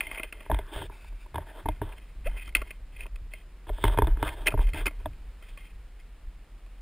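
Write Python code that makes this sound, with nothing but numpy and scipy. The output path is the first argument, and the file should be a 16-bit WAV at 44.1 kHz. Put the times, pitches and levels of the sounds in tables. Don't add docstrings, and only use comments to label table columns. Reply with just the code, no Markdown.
import sys
import numpy as np
from scipy import signal
from scipy.fft import rfft, irfft, next_fast_len
from scipy.io import wavfile
from scipy.ndimage import uniform_filter1d, map_coordinates

SR = 44100
rng = np.random.default_rng(int(sys.argv[2]) if len(sys.argv) > 2 else 0)


def rack_gain(trim_db):
    fader = np.asarray(trim_db, float)
    return 10 ** (fader / 20)


def generate_wav(sig):
    pcm = np.round(np.clip(np.atleast_2d(sig).T, -1, 1) * 32767).astype(np.int16)
    wavfile.write(sys.argv[1], SR, pcm)


N = 300321

# f/Hz, width/Hz, level/dB
DECK_MODES = [(303.7, 34, -2.5), (407.8, 60.4, -1.1), (622, 85, -3), (918, 91, 0), (1098, 263, -9),
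              (1628, 260, -7)]
CAVITY_MODES = [(2124, 86, 8.5), (2490, 165, 7.5), (2730, 39, -10), (3088, 107, 2), (4440, 49, -12.5),
                (5620, 2500, -15.5)]
SHELL_MODES = [(3276, 120, 4.5), (3490, 300, 9.5), (3590, 81, 2), (4930, 140, -15)]
TRUCK_MODES = [(320, 165, -1.5), (633, 64, 2), (1123, 73, 0.5), (1386, 78, 0.5)]
RING_MODES = [(2575, 144, 0), (2710, 230, 0), (1400, 120, 0)]
HARDWARE_MODES = [(4360, 45, 17), (4920, 720, 20), (3800, 140, -28)]
SWAY_MODES = [(37.6, 28, 1), (52, 25.9, -4.5)]
THUD_MODES = [(70.3, 41, 0.5), (106, 29, -1), (132.4, 23.3, -4)]
THUMP_MODES = [(103.3, 17, -0.5)]
TUBE_MODES = [(1540, 150, -2), (2370, 110, 2.5), (2580, 97, 3.5), (3620, 96, 5.5), (4820, 130, -8),
              (5200, 870, -15)]
FLUTTER_MODES = [(400, 220, -44), (3140, 420, 6), (9600, 2300, -2), (13400, 3000, -5)]

# f/Hz, level per Hz/dB
HISS_SPECTRUM = [(103, -14), (360, -20.5), (735, -25), (2430, -27.5), (4850, -38.5), (6000, -41),
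                 (7800, -71), (13200, -120)]
# f/Hz, level per Hz/dB
APART_SPECTRUM = [(59, -79), (186, -10), (289, -5), (1790, -2.5), (5950, -6), (9250, -8.5), (12000, -28),
                  (22000, -120)]

# t/s, held/s, sway level/dB, thud level/dB
JOLTS = [(0.08, 0.061, -44.5, -52), (0.53, 0.012, -27.5, -32), (0.819, 0.0061, -38.5, -34),
         (1.04, 0.079, -39, -66), (1.36, .01, -44, -31.5), (1.659, 0.0072, -30, -37),
         (1.82, 0.052, -38, -38.5), (2.1, 0.13, -40, -50.5), (2.241, 0.037, -26.5, -53),
         (2.44, 0.13, -36, -55), (2.56, 0.02, -36, -53), (2.78, 0.0082, -36.5, -69), (2.94, 0.17, -40, -52),
         (3.12, 0.11, -36.5, -67), (3.687, 0.0039, -28.5, -43), (3.854, 0.023, -18.5, -28),
         (4.04, 0.081, -22.5, -30), (4.23, 0.0092, -28, -29.5), (4.38, 0.034, -30, -53),
         (4.53, 0.1, -22, -30), (4.74, .01, -45, -31.5), (4.808, 0.0046, -24.5, -41),
         (4.97, 0.006, -31, -50), (5.062, 0.2, -41.5, -33), (5.47, 0.056, -43.5, -57),
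         (5.7, 0.067, -40, -55), (6.24, 0.0084, -37, -67), (6.69, 0.012, -41.5, -60)]
# start/s, end/s, deck level/dB, shell over deck/dB, swell over stroke/dB
DRAGS = [(0.505, 0.635, -44, -14.5, -4), (0.648, 0.709, -48.5, -15, 18), (0.721, 0.849, -38.5, -6.5, 1.5),
         (1.33, 1.448, -46.5, -19, -1), (1.462, 1.62, -46.5, -15, 8), (1.817, 1.962, -46.5, -13.5, -11),
         (3.66, 3.72, -47.5, -9, 3), (3.73, 3.852, -50.5, -3.5, 17.5), (3.828, 4.003, -37.5, -10.5, -12),
         (3.969, 4.071, -44.5, -12, -3), (4.067, 4.19, -49, -20, -23), (4.156, 4.23, -43.5, -16, 27.5),
         (4.224, 4.299, -33, -12, 5), (4.311, 4.452, -43.5, -12, -0.5), (4.565, 4.608, -40, -15, 21),
         (4.74, 4.844, -38, -10.5, -1), (4.983, 5.032, -56, -38, 2), (5.048, 5.096, -57, -22, -65),
         (5.435, 5.537, -73, 9, 10)]
# start/s, end/s, cavity level/dB, deck over cavity/dB, swell over stroke/dB
SCUFFS = [(0, 0.068, -43.5, -5, -5), (0.069, 0.225, -46.5, -1, 5), (0.227, 0.307, -49.5, -2.5, -27),
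          (0.32, 0.516, -56, -0.5, -11), (0.725, 0.86, -67, -13, -1), (0.905, 1.1, -68, 7.5, -26),
          (1.649, 1.812, -61.5, 5, -28), (1.961, 2.123, -62.5, -9, -17), (2.245, 2.283, -45, -4, 15),
          (2.307, 2.374, -52.5, 2.5, 10), (2.366, 2.431, -44.5, -26, 14), (2.446, 2.486, -49, -10, 17),
          (2.55, 2.631, -47.5, -2, -6), (2.651, 2.768, -57.5, -5.5, -22), (2.917, 3.012, -58.5, -8, 17),
          (2.983, 3.067, -52.5, -6.5, -5), (3.314, 3.42, -54.5, -16, -12), (4.452, 4.465, -30.5, -4, 8),
          (4.484, 4.567, -49, 3, -19), (4.57, 4.645, -52, -4, 22), (4.649, 4.724, -54.5, 2.5, -9),
          (4.735, 4.805, -43.5, -16, 9), (4.851, 4.894, -35, -1, -18), (4.89, 4.954, -60, 1, -4),
          (4.975, 5.052, -72, -1, -8), (5.07, 5.145, -78, 10, 6), (5.417, 5.542, -58, -19, -9),
          (5.572, 5.708, -56, -21, -7), (5.974, 6.015, -58, -13, -14)]
# t/s, peak level/dB, trucks level/dB, contact length/ms
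DULL_CLACKS = [(0.066, -33, -18, 6.6), (0.1128, -28.5, 3.5, 3.8), (0.1723, -29.5, 4, 8.9),
               (0.404, -37.5, 5, 6), (2.3306, -50, -9, 3.5), (2.491, -40, -16, 3), (2.524, -46, 0, 1.7),
               (2.5558, -20.5, 1.5, 5.6), (2.5657, -19.5, -45, 4.7), (2.615, -28.5, 9, 7.4),
               (2.705, -28.5, -1, 7.1), (2.9627, -40.5, -22, 8.3), (3.0184, -41, -25, 8.1),
               (3.335, -30, -1.5, 4.3), (4.2752, -26, -18, 6.6), (4.2873, -25, -13, 7),
               (4.668, -36.5, -3, 5.1), (4.6888, -35.5, -3, 3.3), (4.8769, -25.5, 6.5, 4.2),
               (4.9073, -46, 14, 7.3), (5.4227, -49.5, 14.5, 7.3), (5.992, -55, -10, 4.6),
               (6.6614, -50, 7, 2.4)]
# t/s, peak level/dB, trucks level/dB, contact length/ms
BRIGHT_CLACKS = [(0.0064, -15.5, -6.5, 4), (0.0263, -35, 1.5, 1.2), (0.1468, -30.5, -19, 2.6),
                 (0.182, -28.5, -21, 4.7), (0.197, -30.5, 10.5, 3.7), (0.231, -21.5, -23, 3.2),
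                 (0.3252, -28, 1, 2.7), (1.717, -41.5, -19, 5.6), (1.922, -40, -16, 4.8),
                 (1.981, -39.5, -8, 2), (2.265, -26, -2, 12), (2.396, -48, 1, 5.4), (2.4766, -35, 6.5, 2.9),
                 (2.55, -13, -22, 5.7), (3.0064, -35, -32, 3.1), (3.032, -38, -9, 4.6),
                 (3.0629, -35.5, 4, 6.1), (3.157, -37, -1.5, 5.3), (4.458, -30, 3, 12),
                 (4.468, -8.5, -18, 5), (4.4738, -12.5, -2, 4), (4.4821, -17, 0.5, 5.9),
                 (4.504, -32, -10, 4.6), (4.52, -37, 19, 4.5), (4.733, -28.5, 2, 3.7),
                 (4.8562, -23.5, -2, 3.4), (4.8658, -19, -2, 5.9), (5.13, -48.5, -11, 6.8),
                 (5.573, -35.5, 3, 3.9)]
# t/s, first, second and third mode
# level/dB
CHIMES = [(0.0065, -15, -41, -49), (0.148, -33, -46, -40), (0.233, -24, -30, -40), (0.325, -32, -42, -56),
          (2.5503, -2.5, -21, -25), (2.557, -33, -38, -21), (2.567, -29, -34, -32),
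          (3.007, -26.5, -48, -59), (4.468, -20, -36, -43), (4.474, -28, -36, -38), (4.482, -7, -34, -38),
          (4.857, -28, -38, -35), (4.867, -14, -30, -42)]
# t/s, first and second mode level/dB
PINGS = [(0.007, -42, -7.5), (0.069, -26, -42), (0.114, -23, -40), (0.158, -46, -28), (0.182, -37, -27),
         (0.197, -27, -23), (0.233, -38, -25), (0.325, -44, -30), (2.268, -34, -36), (2.397, -46, -28),
         (2.494, -35, -52), (2.551, -13, -45), (2.568, -34, -27), (2.618, -30, -42), (2.708, -54, -40),
         (3.009, -38, -41), (3.336, -34, -48), (4.278, -38, -40), (4.289, -33, -38), (4.468, -19, -31),
         (4.482, -18, -17), (4.734, -37, -39), (4.858, -40, -15.5), (4.866, -37, -12.5), (4.886, -30, -46),
         (5.424, -52, -62), (5.574, -51, -45)]
# t/s, peak level/dB
TICKS = [(0.234, -39), (0.6659, -52), (2.3565, -61), (2.4583, -46), (0.3255, -38), (4.0387, -57),
         (4.3375, -46), (4.5176, -58), (4.7012, -46), (4.817, -62), (4.8623, -58)]
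# t/s, peak level/dB, strongest ring f/Hz, shell level/dB, contact length/ms
TAPS = [(0.462, -37, 650, -25, 1.5), (0.498, -19, 610, -40, 9), (0.5146, -15.5, 800, -14, 1.16),
        (0.544, -25, 630, -3, 3), (0.588, -30, 625, -2, 2.5), (0.759, -32, 633, -14, 5.3),
        (0.819, -28.5, 920, -17, 1.2), (0.897, -36.5, 655, -29, 4.5), (1.045, -43.5, 910, -4, 1.7),
        (1.124, -48, 684, -27, 2.4), (1.26, -42.5, 850, -18, 8.9), (1.343, -29, 910, -14, 4.9),
        (1.356, -22.5, 940, -10, 4.1), (1.381, -23, 920, -17, 1.8), (1.657, -21.5, 885, -21, 4.8),
        (1.686, -18, 870, -11.5, 3), (1.816, -22, 815, -38, 1.7)]
# t/s, peak level/dB, strongest ring f/Hz, shell level/dB
STOMPS = [(3.056, -38, 517, -23), (3.668, -40.5, 465, -22), (3.692, -30, 846, -6), (3.696, -32, 860, -12),
          (3.783, -33, 656, -27), (3.839, -11.5, 860, -6.5), (3.851, -19.5, 298, -19),
          (3.88, -21.5, 918, -4), (3.897, -27, 360, -30), (3.943, -29, 876, -25), (3.974, -19, 865, -9),
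          (3.986, -9.5, 820, -14.5), (4.02, -11.5, 840, -17), (4.044, -28.5, 896, -15),
          (4.07, -23.5, 290, -7.5), (4.079, -26, 307, -38.5), (4.171, -34, 292, -15),
          (4.227, -14.5, 910, -9), (4.539, -23.5, 453, -41), (4.575, -28, 668, -31), (4.591, -25, 293, -34),
          (4.742, -54, 300, -23), (5.004, -47, 380, -35), (5.057, -24, 860, -36)]
# t/s, first, second and third mode level/dB
FLEXES = [(0.499, -46, -36, -21), (0.518, -25, -26, -26), (0.59, -42, -29.5, -23.5), (0.82, -65, -54, -44),
          (1.36, -42, -39, -44), (1.383, -61, -58, -23), (1.659, -30, -31, -26), (1.688, -29.5, -36, -19.5),
          (1.817, -28, -19, -32), (3.698, -43, -27, -23), (3.784, -64, -41, -38), (3.842, -20, -24, -53),
          (3.9, -52, -31, -38), (3.988, -25.5, -15.5, -23), (4.022, -27, -25, -30),
          (4.074, -27.5, -40, -42), (4.229, -23, -35, -36), (4.46, -45, -28, -36), (4.484, -46, -28, -41),
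          (4.541, -30.5, -22.5, -19.5), (4.579, -38.5, -34, -45), (4.743, -33, -30, -37),
          (4.87, -32, -33.5, -41), (5.059, -36, -39, -19.5)]
# t/s, first, second and third thud mode level/dB
BUMPS = [(0.499, -23.5, -45, -48), (0.514, -35, -34, -41), (0.758, -40, -37, -49), (0.814, -34, -39, -52),
         (1.346, -47, -35, -43), (1.381, -46, -43, -40), (1.656, -21, -46, -48), (1.688, -24.5, -48, -51),
         (1.815, -27, -34, -41), (3.693, -33, -45, -56), (3.84, -30, -30, -27), (3.974, -29, -22.5, -37),
         (4.019, -21, -43, -47), (4.071, -32, -36, -31), (4.227, -33, -37, -45), (4.539, -27, -35, -27),
         (4.576, -37, -43, -36.5), (4.731, -41, -51, -50), (4.859, -33, -49, -50), (5.056, -46, -38, -47)]
# t/s, first and second sway mode level/dB
LURCHES = [
    (0.524, -42, -20),
    (1.69, -37, -39),
    (3.866, -36, -24),
    (4.029, -16, -12),
    (0.76, -35, -28),
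    (4.594, -15, -24),
]
# start/s, end/s, level/dB
SLIDES = [
    (0.91, 1.099, -58),
    (1.1, 1.182, -69),
    (1.196, 1.25, -58),
]
# t/s, f/Hz, level/dB
SQUEAK = [
    (2.259, 461, -33.5),
    (2.272, 597, -30.5),
    (2.287, 756, -39.5),
]

AIR_HZ = 4000


def unit(x):
    return x / np.sqrt(np.mean(x ** 2) + 1e-20)


def wobble(rate):
    knots = rng.standard_normal(int(N * rate / SR) + 4)
    return map_coordinates(knots, [np.arange(N) * rate / SR])


def filtered(x, response):
    m = next_fast_len(len(x) + 8192)
    return irfft(rfft(x, m) * response(np.fft.rfftfreq(m, 1 / SR)), m)[:len(x)]


def along(points, hz):
    f, db = np.transpose(points)
    return rack_gain(np.interp(np.log(hz + 1), np.log(f), db))


def steadied(x, seconds, slack):
    power = np.abs(uniform_filter1d(x ** 2, round(seconds * SR)))
    return unit(x / np.sqrt(power + slack * np.mean(x ** 2)))


def mode_sign(k, hz):
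    return 1 if hz > 1900 else (-1) ** k


def body(modes, change_db=0):
    changes = change_db + np.zeros(len(modes))

    def response(f):
        low, high = 0, 0
        for k, ((hz, width, db), change) in enumerate(zip(modes, changes)):
            resonance = 1j * f * width / (hz * hz - f * f + 1j * f * width)
            ring = mode_sign(k, hz) * rack_gain(db + change) * resonance
            if hz < AIR_HZ:
                low = low + ring
            else:
                high = high + ring
        cliff_hz = 3390
        wall = signal.freqs(*signal.butter(10, 1, analog=True), f / cliff_hz)[1]
        if modes is CAVITY_MODES:
            mouth_hz, mouth_width_hz = 2400, 1730
            wall = wall * 1j * f * mouth_width_hz / (mouth_hz ** 2 - f * f + 1j * f * mouth_width_hz)
        return wall * low + high
    return response


def housing(x):
    return filtered(x, lambda hz: 1 / (1 + 1j * hz / 5000 / 0.5 - (hz / 5000) ** 2))


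def contact(s, ms, hz, bodies, levels_db, grit, focus_db, rise_ms, push, air_db):
    t = np.arange(SR // 10) / SR
    fading = np.exp(-(t / (max(ms, .3) / 1000)) ** 3)
    crunch = rng.standard_normal(len(t)) * fading * (1 - np.exp(-1000 * t / rise_ms))
    force = push * np.exp(-(t / 0.00012 - 2) ** 2) + grit * crunch
    scatter_db, sound = rng.normal(0, 2, (3, 7)), 0
    for modes, db, scatter in zip(bodies, levels_db, scatter_db):
        mode_hz = np.transpose(modes)[0]
        octaves = np.log2(mode_hz / hz)
        apart = np.minimum(4 * np.abs(octaves), 1)
        dulled = 1.56 * ms * np.clip(octaves, 0, 1.5)
        change = scatter[:len(modes)] - focus_db * apart - dulled + air_db * (mode_hz > AIR_HZ)
        ring = filtered(force, body(modes, change))
        sound = sound + rack_gain(db) * ring / np.abs(ring).max()
    return np.pad(sound, (round(s * SR), N))[:N]


def ringing(rows, modes, spread, lasting, rise):
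    t, out = np.arange(SR // 5) / SR, np.zeros(N + SR)
    for s, *levels in rows:
        for (hz, width, _), db in zip(modes, levels):
            tone = np.sin(2 * np.pi * hz * rng.normal(1, spread) * t)
            envelope = np.exp(-np.pi * width * t / lasting) * (1 - np.exp(-t / rise))
            out[round(s * SR):][:len(t)] += rack_gain(db) * tone * envelope
    return out[:N]


def jolted(peaks, idle_db, rise_db_s, fall_db_s):
    t = np.arange(0, N / SR + 1, 1 / 1000)
    s, held, db = np.transpose(peaks)[:, :, None]
    climb = np.maximum(rise_db_s * (s - t), 0)
    fall = np.maximum(fall_db_s * (t - s - held), 0)
    each = rack_gain(db - climb - fall)
    return np.interp(np.arange(N) / SR, t, np.sqrt(rack_gain(idle_db) ** 2 + np.sum(each ** 2, axis=0)))


def hiss():
    noise = filtered(rng.standard_normal(N), lambda hz: along(HISS_SPECTRUM, hz) * (hz > 150))
    return rack_gain(-61.7 + 0.96 * wobble(0.92)) * unit(noise)


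def pole():
    lag_s = 0.034
    sway_gain = jolted([(s + lag_s, held, db) for s, held, db, _ in JOLTS], -46, 328, 184)
    thud_gain = jolted([(s, 0, db) for s, _, _, db in JOLTS], -62.5, 603, 233)

    def twice(modes):
        return lambda f: body(modes)(f) ** 2

    sway = steadied(filtered(rng.standard_normal(N), twice(SWAY_MODES)), 0.148, slack=0.13)
    rough = rack_gain(5.1 * wobble(40)) * rng.standard_normal(N)
    thud = steadied(filtered(rough, twice(THUD_MODES)), 0.0414, slack=0.31)
    return sway_gain * sway + rack_gain(-1.5) * thud_gain * thud


def rubbing():
    t, gains = np.arange(N) / SR, np.zeros((3, N))
    strokes = [(a, b, db, db - 16, db + shell, swell) for a, b, db, shell, swell in DRAGS]
    strokes += [(a, b, db + deck, db, db - 28.5, swell) for a, b, db, deck, swell in SCUFFS]
    hits = [s for s, *_ in TAPS + STOMPS + DULL_CLACKS + BRIGHT_CLACKS]
    for start, end, deck_db, cavity_db, shell_db, swell_db in strokes:
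        struck = [s for s in hits if -1 / 200 < s - start < 1 / 50]
        if struck:
            start, rise = min(struck), .002
        else:
            start, rise = start - .005, .018
        a, b = max(round(start * SR), 0), round((end + 0.029) * SR)
        now = t[a:b]
        edge = np.clip(np.minimum((now - start) / rise, (end + 0.027 - now) / 0.054), 0, 1)
        swell = swell_db * ((now - start) / (end - start) - .5)
        levels = [deck_db - 4.0 + 0.8 * swell, cavity_db - 0.35 + 0.5 * swell, shell_db - 0.3 + 1.23 * swell]
        gains[:, a:b] += edge * rack_gain(levels)
    clumps, out = rack_gain(4.1 * wobble(45) + 1.4 * wobble(250)), 0
    for gain, modes in zip(gains, [DECK_MODES, CAVITY_MODES[:-1], SHELL_MODES[:-1]]):
        grains = clumps * rack_gain(0.084 * wobble(74)) * rng.standard_normal(N)
        rings = 0
        for k, mode in enumerate(modes):
            ring = filtered(rack_gain(2.66 * wobble(18)) * grains, body([mode]))
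            rings = rings + mode_sign(k, mode[0]) * ring
        out = out + gain * steadied(rings, 0.039, slack=0.23)
    rattle = unit(filtered(grains, body(HARDWARE_MODES)))
    return out + rack_gain(-18.5) * (gains[1] + gains[2]) * rattle


def clacks():
    bodies = [TRUCK_MODES, CAVITY_MODES, SHELL_MODES]
    rows = [(1970, *row) for row in DULL_CLACKS] + [(2714, *row) for row in BRIGHT_CLACKS]
    out = 0
    for hz, s, db, trucks, ms in rows:
        levels_db = [db + trucks - 11.0, db - 0.5, db - 66 + trucks]
        air_db = -2.5 if s < 2.2 else 10.5
        out = out + contact(s, ms, hz, bodies, levels_db, grit=0.82, focus_db=5.0, rise_ms=1.07,
                            push=0.16, air_db=air_db)
    return out


def chimes():
    return ringing(CHIMES, RING_MODES, 0.0088, lasting=1.0, rise=0.00078)


def pings():
    return ringing(PINGS, CAVITY_MODES, 0.003, lasting=0.96, rise=0.00037)


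def ticks():
    return sum(contact(s, 1.9, 4290, [HARDWARE_MODES], [db], grit=.8, focus_db=14, rise_ms=0.44,
                       push=.3, air_db=-19) for s, db in TICKS)


def blows():
    held = [(hz, width, db - 5) for hz, width, db in DECK_MODES[:3]]
    bodies = [THUMP_MODES + held + DECK_MODES[3:], CAVITY_MODES, SHELL_MODES]
    stomp_ms, out = 2.5, 0
    for s, db, hz, shell, ms in TAPS + [(*row, stomp_ms) for row in STOMPS]:
        levels_db = [db, db - 2.5 + shell, db + shell]
        out = out + contact(s, ms, hz, bodies, levels_db, grit=0.57, focus_db=2.5, rise_ms=1.0,
                            push=0.98, air_db=2.5)
    return out


def flexes():
    return ringing(FLEXES, DECK_MODES, 0.012, lasting=1.3, rise=0.0023)


def bumps():
    thuds = ringing(BUMPS, THUD_MODES, 0.034, lasting=2.0, rise=0.003)
    return thuds + ringing(LURCHES, SWAY_MODES, 0.02, lasting=2.3, rise=0.0032)


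def palm():
    t, gain = np.arange(N) / SR, 0
    for start, end, db in SLIDES:
        gain = gain + rack_gain(db) * np.clip(np.minimum(t - start + 0.01, end + 0.0095 - t) / 0.025, 0, 1)
    friction = unit(filtered(rng.standard_normal(N), body(TUBE_MODES)))
    return gain * rack_gain(1.3 * wobble(28.5)) * friction


def squeak():
    t = np.arange(N) / SR
    s, hz, db = np.transpose(SQUEAK)
    turn = 2 * np.pi * np.cumsum(np.interp(t, s, hz)) / SR
    edge = np.clip(np.minimum(t - s[0], s[-1] - t) / 0.0039, 0, 1)
    tone = np.sin(turn) + 0.059 * np.sin(2 * turn) + 0.23 * np.sin(3 * turn)
    return edge * rack_gain(np.interp(t, s, db)) * tone


def scene():
    board = rubbing() + clacks() + chimes() + pings() + ticks() + blows() + flexes() + palm() + squeak()
    return np.tile(hiss() + pole() + housing(board) + bumps(), (2, 1))


def low_pass(x):
    return signal.sosfilt(signal.butter(12, 16450, fs=SR, output="sos"), x)


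def record(dry):
    hold_hz, top_hz = 12000, 15740

    def before_hold(hz):
        passed = (hz < hold_hz / 2) / (1 + (hz / 5800) ** 30)
        return passed / np.sinc(np.minimum(hz / hold_hz, .5))

    low = filtered(dry[0], before_hold)
    comb = 1 + 2 * np.cos(2 * np.pi * hold_hz * np.arange(N) / SR)
    held = filtered(low * comb, lambda hz: np.sinc(hz / hold_hz) / (1 + (hz / top_hz) ** 60))
    noise = rack_gain(-76) * unit(filtered(rng.standard_normal(N), lambda hz: along(APART_SPECTRUM, hz)))
    power = uniform_filter1d(np.abs(signal.stft(held, nperseg=2048)[2]) ** 2, size=40, axis=0)
    kept = power < rack_gain(9) * np.percentile(power, 25, axis=1, keepdims=True)
    side = signal.istft(signal.stft(noise, nperseg=2048)[2] * kept, nperseg=2048)[1][:N]
    side = side + rack_gain(-23) * filtered(wobble(300) * held, body(FLUTTER_MODES))
    return low_pass(np.array([held + side, held - side]))


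dry = scene()
out = record(dry)
generate_wav(out)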